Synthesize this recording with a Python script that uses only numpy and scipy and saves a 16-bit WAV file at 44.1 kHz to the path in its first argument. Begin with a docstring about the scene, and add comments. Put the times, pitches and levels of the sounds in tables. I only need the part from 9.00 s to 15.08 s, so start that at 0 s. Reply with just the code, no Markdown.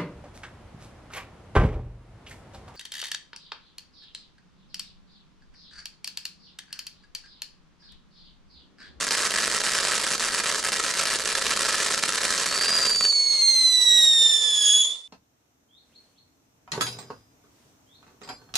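"""Sparks of a fountain firework outdoors crack in dense, clumped showers: random clicks, each with a ground echo.
Under them hiss and rumble the jet and the flame, both made of coloured noise.
As the spray ends, the charge burns down its tube and whistles: wavering overtones whose pitch climbs briefly,
then mostly falls as the empty tube grows longer, and dies. Noise-like echoes follow every sound."""
import sys
import numpy as np
from scipy import signal
from scipy.fft import rfft, irfft
from scipy.io import wavfile

SR = 44100
rng = np.random.default_rng(int(sys.argv[2]) if len(sys.argv) > 2 else 0)


def store_pcm(level_fs):
    """Save levels as 16-bit WAV."""
    pcm = np.round(np.clip(level_fs, -1, 1) * 32767).astype(np.int16)
    wavfile.write(sys.argv[1], SR, np.atleast_2d(pcm).T)


def gain_from_db(level_db):
    """Convert decibel levels to linear amplitude factors (20 dB per decade)."""
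    decades = np.asarray(level_db, float) / 20
    return 10 ** decades


N = 268027
TOP_HZ = 15400   # nothing is kept above this


def rms_one(x):
    """Scale to an average strength (rms) of 1."""
    return x / np.sqrt(np.mean(x ** 2) + 1e-20)


def in_time(rows):
    """Turn the columns after the first (seconds) into smooth curves, one value per sample."""
    s, *columns = np.transpose(rows)
    return [np.interp(np.arange(N) / SR, s, c) for c in columns]


def colour(x, points, share=1):
    """Filter through (Hz, dB) points without sounding early (minimum phase); share scales the dB."""
    size = 4096
    hz = np.maximum(np.arange(size // 2 + 1) * SR / size, 1)
    point_hz, point_db = np.transpose(points)
    db = np.interp(np.log(hz), np.log(np.maximum(point_hz, 1)), point_db)
    # folding the cepstrum (spectrum of the log spectrum) forward in time gives minimum phase
    cepstrum = irfft(share * np.maximum(db, -90) * np.log(10) / 20)
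    cepstrum[1:size // 2] *= 2
    cepstrum[size // 2 + 1:] = 0
    response = irfft(np.exp(rfft(cepstrum)))
    return signal.oaconvolve(x, np.atleast_2d(response), axes=-1)[..., :N]


def drift(rate_hz):
    """Slow chance: noise twice through a one-pole low-pass, rms 1."""
    r = np.exp(-2 * np.pi * rate_hz / SR)
    slow = signal.lfilter([1], [1, -2 * r, r * r], rng.standard_normal(N + SR))
    return rms_one(slow[SR:])


def after(s, ease_s):
    """Smooth step from 0 to 1, halfway at time s."""
    return .5 + .5 * np.tanh((np.arange(N) / SR - s) / ease_s)


def faltering(edge_s=.004):
    """The spray falters: 1 during each lull, else 0; it sets in over a short edge and ends at once."""
    # Each row: start in seconds, length in ms.
    lulls = [(.052, 14.7), (0.094, 15.3), (0.158, 10), (0.281, 16.3), (0.621, 10), (0.906, 3.4),
             (1.157, 21), (1.184, 11), (1.409, 20), (1.606, 21), (1.701, 18.3), (1.775, 6.3), (1.815, 11.5),
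             (1.925, 7.4), (2.042, 12.3), (2.166, 19), (2.24, 9.7), (2.335, 14), (2.395, 16), (2.54, 11.4),
             (2.578, 16), (2.893, 7.8), (2.96, 11.8), (2.998, 22), (3.066, 12), (3.19, 15), (3.45, 7.7),
             (3.517, 6.7), (3.598, 11), (3.878, 12.8)]
    time = np.arange(N) / SR
    dips = 0
    for s, ms in lulls:
        dips = dips + np.clip((time - s) / edge_s + .5, 0, 1) * (time < s + ms / 1000)
    return np.minimum(dips, 1)


def widen(mid, side, wide_db):
    """Left and right from a common part and an opposed part."""
    # How unlike the two sides are. Each row: frequency in Hz, gain of the opposed part in dB before wide_db.
    width_points = [(60, -18), (150, -14), (380, -21.5), (940, -28.5), (2360, -9), (5910, -5.5),
                    (14800, -21)]
    return mid + gain_from_db(wide_db) * colour(side[None], width_points) * np.array([[1], [-1]])


def sparks(per_s=400, spread_db=1.5, crack_db=24, clump_db=0.5, lull_db=-15.5,
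           tail=0.15, tail_s=0.0012, rise_s=0.00071):
    """Every spark is a pressure click of chance size, dealt to one of many places with its own ground echo."""
    # A crack as heard, ground included. Each row: frequency in Hz, relative level in dB per Hz.
    crack_colour = [(130, -14.5), (220, -12.5), (308, -10), (380, -4.5), (523, -3.5), (744, -14),
                    (1360, -4.5), (1870, -6), (2040, -10), (3460, -12.5), (4130, -8.5), (8080, -11),
                    (11300, -21.5), (13700, -48), (15000, -100)]
    # Grains break up, each opening a burst of crackle. Each row: time in seconds, relative level in dB.
    bursts = [(0.0688, -4), (0.108, -0.5), (0.174, -10.5), (0.2533, -10), (0.2977, -14), (0.3374, -20),
              (0.3972, -21), (0.478, 0.5), (0.637, -5), (0.7033, -23), (0.7495, -1.5), (0.8448, -3),
              (0.919, -2.5), (1.1059, -5), (1.18, -2.5), (1.2366, -23), (1.3614, -11), (1.3994, -8.5),
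              (1.496, -3.5), (1.5315, -13), (1.5645, -13), (1.6222, -23), (1.6611, -22), (1.72, -0.5),
              (1.7928, -7), (1.8265, -18), (1.8694, -20), (1.939, -5.5), (1.9869, -2.5), (2.0547, -2.5),
              (2.1886, -5), (2.2559, -5), (2.3516, -4), (2.421, -9), (2.508, -4), (2.5623, -19),
              (2.592, -5), (2.651, -5), (2.6923, -7), (2.823, -4), (2.8753, -17), (2.9081, -3.5),
              (2.9771, -23), (3.037, 0), (3.0853, -2.5), (3.2151, -7.5), (3.2985, -9), (3.3492, -1),
              (3.4591, -1.5), (3.5284, -16)]
    # The last lone pops. Each row: time in seconds, relative level in dB.
    pops = [(3.948, -7.5), (3.96, -3), (3.99, -16), (4.009, -2.5), (4.041, -2.5), (4.051, -2.5),
            (4.059, -18), (4.125, -8.5)]
    spray_db, thinning_db_per_s = -34, -11.5   # spray level is before crack_db
    thins_s, ends_s = 3.9, 3.935

    time = np.arange(N) / SR
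    spray = gain_from_db(spray_db + thinning_db_per_s * np.maximum(time - thins_s, 0))
    power = spray ** 2 * (time < ends_s)
    t, splits = time[:SR // 8], np.zeros(N)
    # crackle level in dB under the split (before crack_db), then its fade in seconds
    for rows, under_db, fade_s in (bursts, -30, 0.013), (pops, -30, 0.002):
        s, db = np.transpose(rows)
        starts = np.zeros(N)
        starts[(s * SR).astype(int)] = gain_from_db(db)
        edge = gain_from_db(under_db) * (1 - np.exp(-t / rise_s)) * np.exp(-t / fade_s)   # sets in fast, trails off
        power = power + np.maximum(signal.oaconvolve(starts ** 2, edge ** 2)[:N], 0)
        splits = splits + starts

    strength = np.sqrt(power) * gain_from_db(lull_db * faltering() + clump_db * drift(202))
    sizes = gain_from_db(crack_db + spread_db * np.clip(rng.standard_normal(N), -3, 1.5))
    clicks = strength * sizes * (rng.random(N) < per_s / SR)
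    clicks = clicks + 0.81 * splits   # the grain splits with a crack of its own

    places = 48
    dealt, out = rng.integers(0, places, N), np.zeros((2, N))
    for k, (height, side) in enumerate(rng.random((places, 2))):
        pulse = np.zeros(256)
        pulse[0] = 1
        pulse[int(12 + 90 * height)] = .4   # ground echo, later for higher sparks
        pulse[4:] += tail * rng.standard_normal(252) * np.exp(-t[:252] / tail_s)   # fragments fizz for a moment
        gap = 3 + k % 6   # samples
        pulse[gap:] -= 0.36 * pulse[:-gap]   # a suction follows the push
        dullness = np.clip(0.92 * (k / places - .5), -.9, .9)   # places run from bright to dull
        pulse = signal.lfilter([1], [1, -dullness], pulse)
        heard = signal.oaconvolve(clicks * (dealt == k), pulse / np.linalg.norm(pulse))[:N]
        # a fraction of a sample between the sides
        lag = 0.7 * (side - .5) * signal.lfilter([.5, 0, -.5], [1], heard)
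        out += heard + lag * np.array([[1], [-1]])
    out = signal.sosfilt(signal.butter(2, 120, "high", fs=SR, output="sos"), out)
    return colour(out, crack_colour) / np.max(np.abs(colour(np.eye(1, N), crack_colour)))


def jet(level_db=-38.5, rise_db_per_s=0.13, dies_s=5.86, dying_db_per_s=-115, lull_db=-3, flicker_db=2.2):
    """Hot gas rushes from the mouth: flickering noise that weakens in the lulls and dies with the charge."""
    # Each row: frequency in Hz, relative level in dB per Hz.
    hiss_colour = [(18, -65), (30, -21), (281, -6), (516, 5.5), (737, -5), (999, 0.5), (1700, -11.5),
                   (1890, -4), (2620, -4.5), (3650, 4), (4590, 3), (9830, -1.5), (13000, -43)]
    mid, side = rng.standard_normal((2, N))
    noise = colour(widen(mid, side, 2.6), hiss_colour)
    time = np.arange(N) / SR
    course_db = level_db + rise_db_per_s * time + dying_db_per_s * np.maximum(time - dies_s, 0)
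    return rms_one(noise) * gain_from_db(course_db + lull_db * faltering() + flicker_db * drift(27))


def roar(level_db=-52, fade_s=0.031, end_s=4.04, lump_db=0.5):
    """Lumpy low noise of the flame under the spray, fading out just after the spray ends."""
    # Each row: frequency in Hz, relative level in dB per Hz.
    flame_colour = [(15, 1), (25, 7), (113, -5), (257, 7.5), (309, 2), (330, 6), (430, -32), (730, -120)]
    mid, side = rng.standard_normal((2, N))
    burning = 1 / (1 + np.exp((np.arange(N) / SR - end_s) / fade_s))
    noise = colour(widen(mid, side, 2), flame_colour)
    return rms_one(noise) * gain_from_db(level_db + lump_db * drift(12)) * burning


def whistle(absent_db=-22, spent_db=-14, haze_rise_db=3.5):
    """Burning puffs lock to the tube: overtones of a wavering pitch, each fluttering and wrapped in a haze."""
    # Each row: time in seconds, pitch in Hz, level in dB.
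    course = [(3.4, 4259, -45), (3.5, 4425, -36), (3.72, 4846, -25), (4.04, 4566, -24.5), (4.16, 4430, -22),
              (4.36, 4311, -21), (4.46, 4240, -18), (4.8, 3930, -19), (5.04, 3785, -16), (5.16, 3671, -19),
              (5.28, 3595, -18.5), (5.44, 3493, -25), (5.64, 3366, -21), (5.71, 3370, -16.5),
              (5.82, 3396, -19), (5.88, 3438, -28), (5.95, 3525, -36), (6.0, 3510, -48)]
    # Overtones above the second. Each row: multiple of the pitch, level in dB relative to the second.
    upper_overtones = [(3, -4.5)]
    # Every other puff is weaker, which adds tones at half multiples.
    # Each row: multiple of the pitch, level in dB relative to half_db below.
    halves = [(.5, -7.5), (1.5, -0.5), (2.5, -8), (3.5, -15)]
    # Gain over all these tones; the top dies away. Each row: frequency in Hz, gain in dB.
    tone_colour = [(1650, -6), (1880, 0), (2150, -3.5), (3300, 1), (9500, -1), (11000, -13), (12500, -16),
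                   (15000, -38)]
    # Faint extra lines, heard with the whistle but not made by the tube; they follow its pitch, shifted in Hz.
    # Each row: multiple of the pitch, shift in Hz, level in dB relative to the whistle, fade in dB per second.
    shifted_lines = [(1, -3900, -38, -9), (2.5, 3900, -50, 0), (3, 3900, -38, 0)]
    locks_s, loosens_s, burnt_s = 4.12, 5.2, 5.93   # cleanest between the first two; then the charge is spent
    halves_from_s, halves_to_s = 3.72, 5.75   # strong and weak puffs alternate
    waver, flutter_db = 0.0032, 0.47   # share of the pitch; both scale the weighted drifts below

    hz, level_db = in_time(course)
    locking = after(locks_s, 0.017)
    second_db = -22 - 38 * np.log2(hz / 4510)   # 38 dB weaker per octave of rising pitch
    second_db = second_db + absent_db * (1 - after(halves_from_s, 0.066)) + spent_db * after(burnt_s, 0.013)
    half_db = -12.5 + absent_db * (1 - after(halves_from_s, 0.079) + after(halves_to_s, 0.097))
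    # haze: a little stronger before the lock, weaker while locked
    haze_db = -6 + 2.5 * (1 - locking) - 6.5 * (locking - after(loosens_s, 0.077))
    phase = 2 * np.pi * np.cumsum(hz * (1 + waver * (0.365 * drift(15.0) + drift(94)))) / SR

    parts = [(1, 0), (2, second_db)]
    parts += [(k, second_db + db) for k, db in upper_overtones]
    for k, db in halves:
        waiting_db = (k < 1) * absent_db * (1 - locking)   # the lowest waits for the lock
        parts.append((k, half_db + db + waiting_db))
    out, shared = 0, drift(30)
    for k, db in parts:
        # turbulence shakes size and phase, more for higher overtones
        haze = gain_from_db(haze_db + haze_rise_db * (k - 3.5)) * (drift(220) + 1j * drift(260))
        haze += gain_from_db(haze_db) * k * (0.13 * drift(90) + 0.6j * drift(55))   # slow wander, mostly of phase
        tone = np.real((1 + haze) * np.exp(1j * (k * phase + 6 * rng.random())))
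        out = out + gain_from_db(level_db + db + flutter_db * (shared + 1.1 * drift(44.0))) * tone
    out = colour(out[None], tone_colour)

    time = np.arange(N) / SR
    for k, shift_hz, db, fade_db in shifted_lines:
        heard = (k * hz + shift_hz < TOP_HZ) * locking * gain_from_db(fade_db * (time - locks_s))
        out = out + heard * gain_from_db(level_db + db) * np.sin(k * phase + 2 * np.pi * shift_hz * time)
    lit = np.clip((time - course[0][0]) / 0.067 + 1, 0, 1)
    return np.sqrt(2) * lit * out   # a sine of rms 1 peaks at the root of 2


def surroundings(x, smear_s=0.035):
    """A close scatter, then a few dull, smeared echoes from walls and trees: bursts of fading noise."""
    # Each row: delay in seconds, relative level in dB.
    echoes = [(.001, -6), (0.022, -15.5), (.045, -64), (0.092, -23.5), (.135, -42)]
    t = np.arange(SR // 4) / SR
    response = np.zeros((2, len(t)))
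    for delay_s, db in echoes:
        burst = rng.standard_normal(response.shape) * np.exp(-np.abs(t - delay_s) / smear_s) * (t > delay_s)
        response += gain_from_db(db) * burst / np.sqrt(smear_s * SR / 2)
    dull = signal.lfilter([.6], [1, -.4], response)
    mid, side = signal.oaconvolve(x, dull, axes=-1)[:, :N]
    return widen(mid, side, 3.6)


def scene():
    """Sparks, whistle (a little stronger on the right), jet and flame, with their echoes."""
    dry = sparks() + whistle() * gain_from_db(np.array([[-.7], [.7]])) + jet() + roar()
    return dry + surroundings(dry)


def low_pass(x):
    """Removes everything above the highest recorded frequency."""
    return signal.sosfilt(signal.butter(12, 15410, fs=SR, output="sos"), x)


def record(dry):
    """Two microphones of unequal colour, with the top cut off steeply."""
    # How the microphones colour the sound. Each row: frequency in Hz, gain in dB before each side's share.
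    tilt = [(60, 2), (130, -1), (290, -0.5), (640, -4.5), (1400, 0.5), (3070, -3.5), (6740, -1.5),
            (14800, 4)]
    left = colour(dry[:1], tilt, share=0.78)
    right = colour(dry[1:], tilt, share=0.018)
    top_cut = signal.cheby2(12, 70, TOP_HZ, fs=SR, output="sos")
    mix = signal.sosfilt(top_cut, np.vstack([left, right]))
    return low_pass(mix)


dry = scene()
out = record(dry)
store_pcm(out)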